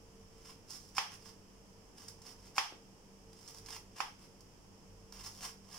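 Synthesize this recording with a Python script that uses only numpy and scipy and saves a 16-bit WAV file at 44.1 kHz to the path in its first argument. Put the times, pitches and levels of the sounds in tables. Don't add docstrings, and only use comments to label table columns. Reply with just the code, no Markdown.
import sys
import numpy as np
from scipy import signal
from scipy.fft import rfft, irfft
from scipy.io import wavfile
from scipy.ndimage import uniform_filter1d

SR = 44100
rng = np.random.default_rng(int(sys.argv[2]) if len(sys.argv) > 2 else 0)


def generate_wav(signal):
    frames = np.transpose(np.atleast_2d(signal))
    scaled = np.clip(frames, -1, 1) * 32767
    pcm = np.round(scaled).astype(np.int16)
    wavfile.write(sys.argv[1], SR, pcm)


N = 254898
TIME_S = np.arange(N) / SR

# time of full pressure in s, swell in s, hold in s,
# relative level in dB, depth as dB of leaf body over fizz, lean to the right in dB.
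BITES = [(0.492, 0.18, 0.021, -58, -2, -.5), (0.705, .03, 0.056, -50.5, -8, 2),
         (0.805, .03, .09, -63.5, -16, 0), (0.974, 0.024, 0.01, -39, -2, 2),
         (1.115, 0.051, 0.033, -58.5, -1.5, 1), (1.261, 0.091, 0.022, -57, -4, 4),
         (1.981, 0.036, 0.079, -62, -3, 1), (2.082, .01, 0.024, -56.5, -6, -1.5),
         (2.265, .075, 0.039, -54, -3.5, 0.5), (2.47, 0.17, 0.0074, -61.5, -3.5, -1.5),
         (2.575, 0.023, .003, -37.5, -2.5, -1), (3.47, 0.18, 0.03, -58, -5.5, 1),
         (3.541, .04, 0.057, -60.5, -6, 0), (3.707, 0.094, 0.054, -51.5, -2, 1),
         (3.983, 0.04, 0.028, -47.5, 0.5, -4.5), (4.19, .012, 0.051, -65, -1.5, -2),
         (5.13, .008, .09, -60, -2, 1), (5.245, 0.035, 0.023, -49, -5, -1),
         (5.307, .03, .085, -59.5, -8, -3), (5.428, 0.071, 0.023, -46, -3.5, -2.5),
         (5.48, .02, .008, -57, 0, -0.5), (5.757, 0.11, .035, -51.5, -3, 2)]
# frequency in Hz, relative density in dB per Hz.
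FIZZ_SPECTRUM = [(300, -35), (1500, -10.5), (3000, -11), (4000, -7), (5300, 3), (6700, -1.5), (7900, -4.5),
                 (9500, -3), (11500, -9), (16000, -12)]
# frequency in Hz, relative density in dB per Hz.
LEAF_SPECTRUM = [(100, -26), (400, -11), (620, -10), (820, 3.5), (1050, 2), (1600, -3), (2500, -2),
                 (3200, 0), (3900, -15.5), (7000, -34), (16000, -46.5)]


def crunch():
    fizz, body = np.zeros((2, N))
    for full_s, swell_s, hold_s, level_db, depth_db, _ in BITES:
        bite = amp(level_db + pressure_db(full_s, swell_s, hold_s))
        fizz = np.maximum(fizz, bite)
        body = np.maximum(body, amp(depth_db) * bite)
    cells = grains(per_s=2600, spread_db=3.5, clump_db=5.0, clump_hz=86)
    bright = amp(-3.5) * colour(cells * fizz, FIZZ_SPECTRUM)
    thick = amp(-2.5) * colour(cells * body, LEAF_SPECTRUM)
    return bright + thick


SWELL_DB, RELEASE_DB_PER_S = 22.5, 522


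def pressure_db(full_s, swell_s, hold_s):
    building = SWELL_DB * np.maximum(full_s - TIME_S, 0) / swell_s
    letting_go = RELEASE_DB_PER_S * np.maximum(TIME_S - full_s - hold_s, 0)
    return -np.minimum(building + letting_go, 200)


def grains(per_s, spread_db, clump_db, clump_hz):
    size = amp(spread_db * np.minimum(rng.exponential(1, N), 4))
    sign = rng.choice([-1., 1.], N)
    bursts = rng.random(N) < per_s / SR
    clumps = amp(clump_db * np.tanh(drift(clump_hz)))
    return evened(size * sign * bursts * clumps)


# time in s, relative peak in dB, body over fizz in dB.
SNAPS = [(0.9487, -35, -12), (.9685, -24, -9), (1.982, -37, -1), (2.083, -26.5, -11), (2.218, -36.5, -7),
         (2.265, -37, -11), (3.33, -38.5, -3.5), (3.4766, -31.5, -11), (3.546, -35.5, -6),
         (3.5837, -34, -14), (3.6605, -31.5, -7), (3.704, -26.5, -6), (3.726, -31, 4), (3.7635, -29.5, 2.5),
         (3.9645, -38, -5), (4.4064, -37.5, -13), (5.123, -31.5, -1), (5.195, -40, -15), (5.2085, -34, -10),
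         (5.417, -33, -9), (5.4458, -28, -6), (5.7419, -35, 3)]


def snaps(level_db=-6.0, crumble_s=0.0034, crumble_db=-11, delay_s=.0007, size=900):
    t = np.arange(size) / SR
    fizz, body = np.zeros((2, N))
    for start_s, peak_db, body_db in SNAPS:
        crack = amp(crumble_db) * rng.choice([-1., 1.], size) * np.exp(-t / crumble_s)
        crack[0] = 1
        add(fizz, start_s + delay_s, amp(peak_db) * crack)
        add(body, start_s + delay_s, amp(peak_db + body_db) * crack)
    return amp(level_db) * (colour(fizz, FIZZ_SPECTRUM) + amp(-2) * colour(body, LEAF_SPECTRUM))


# time in s, relative force in dB, hardness in dB per octave,
# lean of the direct sound to the right in dB.
KNOCKS = [(0.9811, -1.5, 0, 2), (2.5807, 1.5, 0, -1), (4.0036, -8, -3, 11.5)]
# nominal frequency in Hz, relative level in dB, swell in s.
BOARD_MODES = [(500, -24.5, 0.0009), (1083, -4, 0.0009), (2450, -10.5, 0.0013), (3165, -24, 0.0034),
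               (4680, -16, 0.0008), (6960, -21, 0.0016), (9600, -26, 0.00036)]
# frequency in Hz, relative density in dB per Hz.
THOCK_SPECTRUM = [(200, -27), (480, -16), (640, -13), (845, 6.5), (1000, -0.5), (1210, 0.5), (1400, -4.5),
                  (2700, -6.5), (3200, -3.5), (3900, -15), (5500, -8.5), (7800, -22), (9500, -20),
                  (16000, -34)]


def knocks(level_db=-8, room_db=6.0, lag_s=.00002, size=900):
    t = np.arange(size) / SR
    direct, thrown = np.zeros((2, N)), np.zeros(N)
    for start_s, force_db, hardness, lean_db in KNOCKS:
        for ear, side in zip(direct, (-1, 1)):
            for hz, mode_db, swell_s in BOARD_MODES:
                shape = (t / swell_s * np.exp(1 - t / swell_s)) ** 2
                mode_gain_db = level_db + force_db + mode_db + brightness_db(hardness, hz)
                gain = amp(mode_gain_db + side * lean_db / 2)
                tone = np.sin(2 * np.pi * hz * rng.uniform(.97, 1.03) * t)
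                add(ear, start_s + side * lag_s, gain * shape * tone)
        blow = np.zeros(N)
        add(blow, start_s, amp([room_db + force_db]))
        spectrum = [(hz, db + brightness_db(hardness, hz)) for hz, db in THOCK_SPECTRUM]
        thrown += colour(blow, spectrum)
    return direct + kitchen(thrown)


def brightness_db(hardness_db_per_octave, hz):
    return hardness_db_per_octave * np.clip(np.log2(hz / BOARD_MODES[1][0]), 0, 2)


# time in s, relative level in dB.
TAPS = [(2.723, -33.5)]


def thuds(level_db=8, delay_s=0.00068):
    impulses = np.zeros(N)
    for start_s, db in TAPS:
        add(impulses, start_s + delay_s, amp([db + level_db]))
    return colour(impulses, [(60, -27), (250, 9), (650, 4), (1300, -3), (6000, -33)])


def cutting(wet_db=1.5, snap_wet_db=-4):
    tearing, clicks = crunch(), snaps() + thuds()
    near = tearing + clicks
    direct = np.array([near, np.roll(near, 1)])
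    echoes = kitchen(amp(wet_db) * tearing + amp(snap_wet_db) * clicks)
    bite_s, *_, bite_lean_db = np.transpose(BITES)
    lean_db = np.interp(TIME_S, bite_s, bite_lean_db)
    return (direct + echoes) * amp([-lean_db / 2, lean_db / 2])


# frequency in Hz, time to fall 60 dB in s.
ROOM_T60 = [(200, 0.24), (900, 0.24), (2500, 0.29), (5500, 0.27), (14000, 0.26)]
# frequency in Hz, likeness from 0 to 1.
LIKENESS = [(30, 1), (130, 0.59), (290, 0.73), (640, 0.55), (1400, 0.022), (6000, 0.014)]


def kitchen(x, early=0.54, early_s=0.0058, size=20000, slot=8):
    slots = np.arange(80, size - slot, slot)
    at = slots + rng.integers(0, slot, (2, len(slots)))
    taps = np.zeros((2, size))
    np.put_along_axis(taps, at, rng.choice([-1., 1.], at.shape), 1)
    hz, t, (left, right) = signal.stft(taps, SR, nperseg=256)
    pair = partly_alike(left, right, read(LIKENESS, hz)[:, None])
    decay = amp(-60 * t / read(ROOM_T60, hz)[:, None])
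    fade = decay * (1 + early * np.exp(-t / early_s))
    tail = signal.istft(pair * fade, SR)[1]
    return signal.fftconvolve(x[None], tail / np.linalg.norm(tail[0]), axes=1)[:, :N]


# frequency in Hz, relative density in dB per Hz.
AIR_SPECTRUM = [(15, -3.5), (65, -7.5), (150, -3.5), (300, -7.5), (480, -8), (650, -14.5), (950, -13),
                (1500, -22), (2200, -23.5), (3100, -21), (3650, -30), (4100, -31.5), (5200, -22.5),
                (7000, -24.5), (11000, -32), (16000, -38)]
AIR_DB = -61
# frequency in Hz, relative level in dB, unsteadiness as a ratio.
HUM = [(25.5, -76, 0.35), (43.5, -71, 0.95), (97.7, -71.5, 0.9), (152.5, -78.5, 0.48), (194.7, -70.5, 0.62),
       (450.3, -74.5, 1)]


def background(waver_hz=4):
    hz = np.fft.rfftfreq(N, 1 / SR)
    left, right = rfft(rng.standard_normal((2, N)))
    pair = partly_alike(left, right, read(LIKENESS, hz))
    air = evened(irfft(pair * amp(read(AIR_SPECTRUM, hz)), N))
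    hum = np.zeros(N)
    for tone_hz, db, unsteady in HUM:
        waver = 1 + unsteady * (drift(waver_hz) + 1j * drift(waver_hz))
        tone = np.exp(2j * np.pi * (tone_hz * TIME_S + rng.random()))
        hum += amp(db) * np.sqrt(2) * (waver * tone).real
    return amp(AIR_DB) * air + hum * amp([[-1], [.5]])


def amp(db):
    return 10 ** (np.asarray(db) / 20)


def evened(x):
    return x / np.sqrt(np.mean(x ** 2) + 1e-20)


def read(points, hz):
    f, value = np.transpose(points)
    return np.interp(np.log(hz + 1), np.log(f + 1), value)


def add(mix, start_s, sound):
    part = mix[max(round(start_s * SR), 0):][:len(sound)]
    part += sound[:len(part)]


def drift(hz):
    low_pass = np.exp(-.5 * (np.fft.rfftfreq(N, 1 / SR) / hz) ** 2)
    return evened(irfft(rfft(rng.standard_normal(N)) * low_pass, N))


def colour(x, spectrum, size=2048):
    log_gain = np.log(amp(read(spectrum, abs(np.fft.fftfreq(size, 1 / SR)))))
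    response = np.exp(np.conj(signal.hilbert(log_gain)))
    taps = np.fft.ifft(response).real[:size // 2]
    return signal.oaconvolve(x, taps / np.linalg.norm(taps))[:N]


def partly_alike(left, right, likeness):
    same = np.clip(likeness, 0, 1)
    return np.array([left, same * left + np.sqrt(1 - same ** 2) * right])


def ducked(x, threshold_db=-42, squeeze=0.47, recover_db_per_s=140):
    power = uniform_filter1d((x ** 2).mean(0), size=900)
    power_db = 10 * np.log10(abs(power) + 1e-12)
    fall_db = TIME_S * recover_db_per_s
    held_db = np.maximum.accumulate(power_db + fall_db) - fall_db
    over_db = np.maximum(held_db - threshold_db, 0)
    return x * amp(-squeeze * uniform_filter1d(over_db, size=2400))


def scene():
    return cutting() + knocks() + background()


EDGE_HZ = 15900


def record(dry, port_hz=5300, port_q=7, port_db=7):
    ring = signal.lfilter(*signal.iirpeak(port_hz, port_q, SR), dry[1])
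    heard = ducked(np.array([dry[0], dry[1] + amp(port_db) * ring]))
    low_pass = signal.firwin(511, EDGE_HZ, window=("kaiser", 9), fs=SR)
    return signal.oaconvolve(heard, low_pass[None], "same")


dry = scene()
out = record(dry)
generate_wav(out)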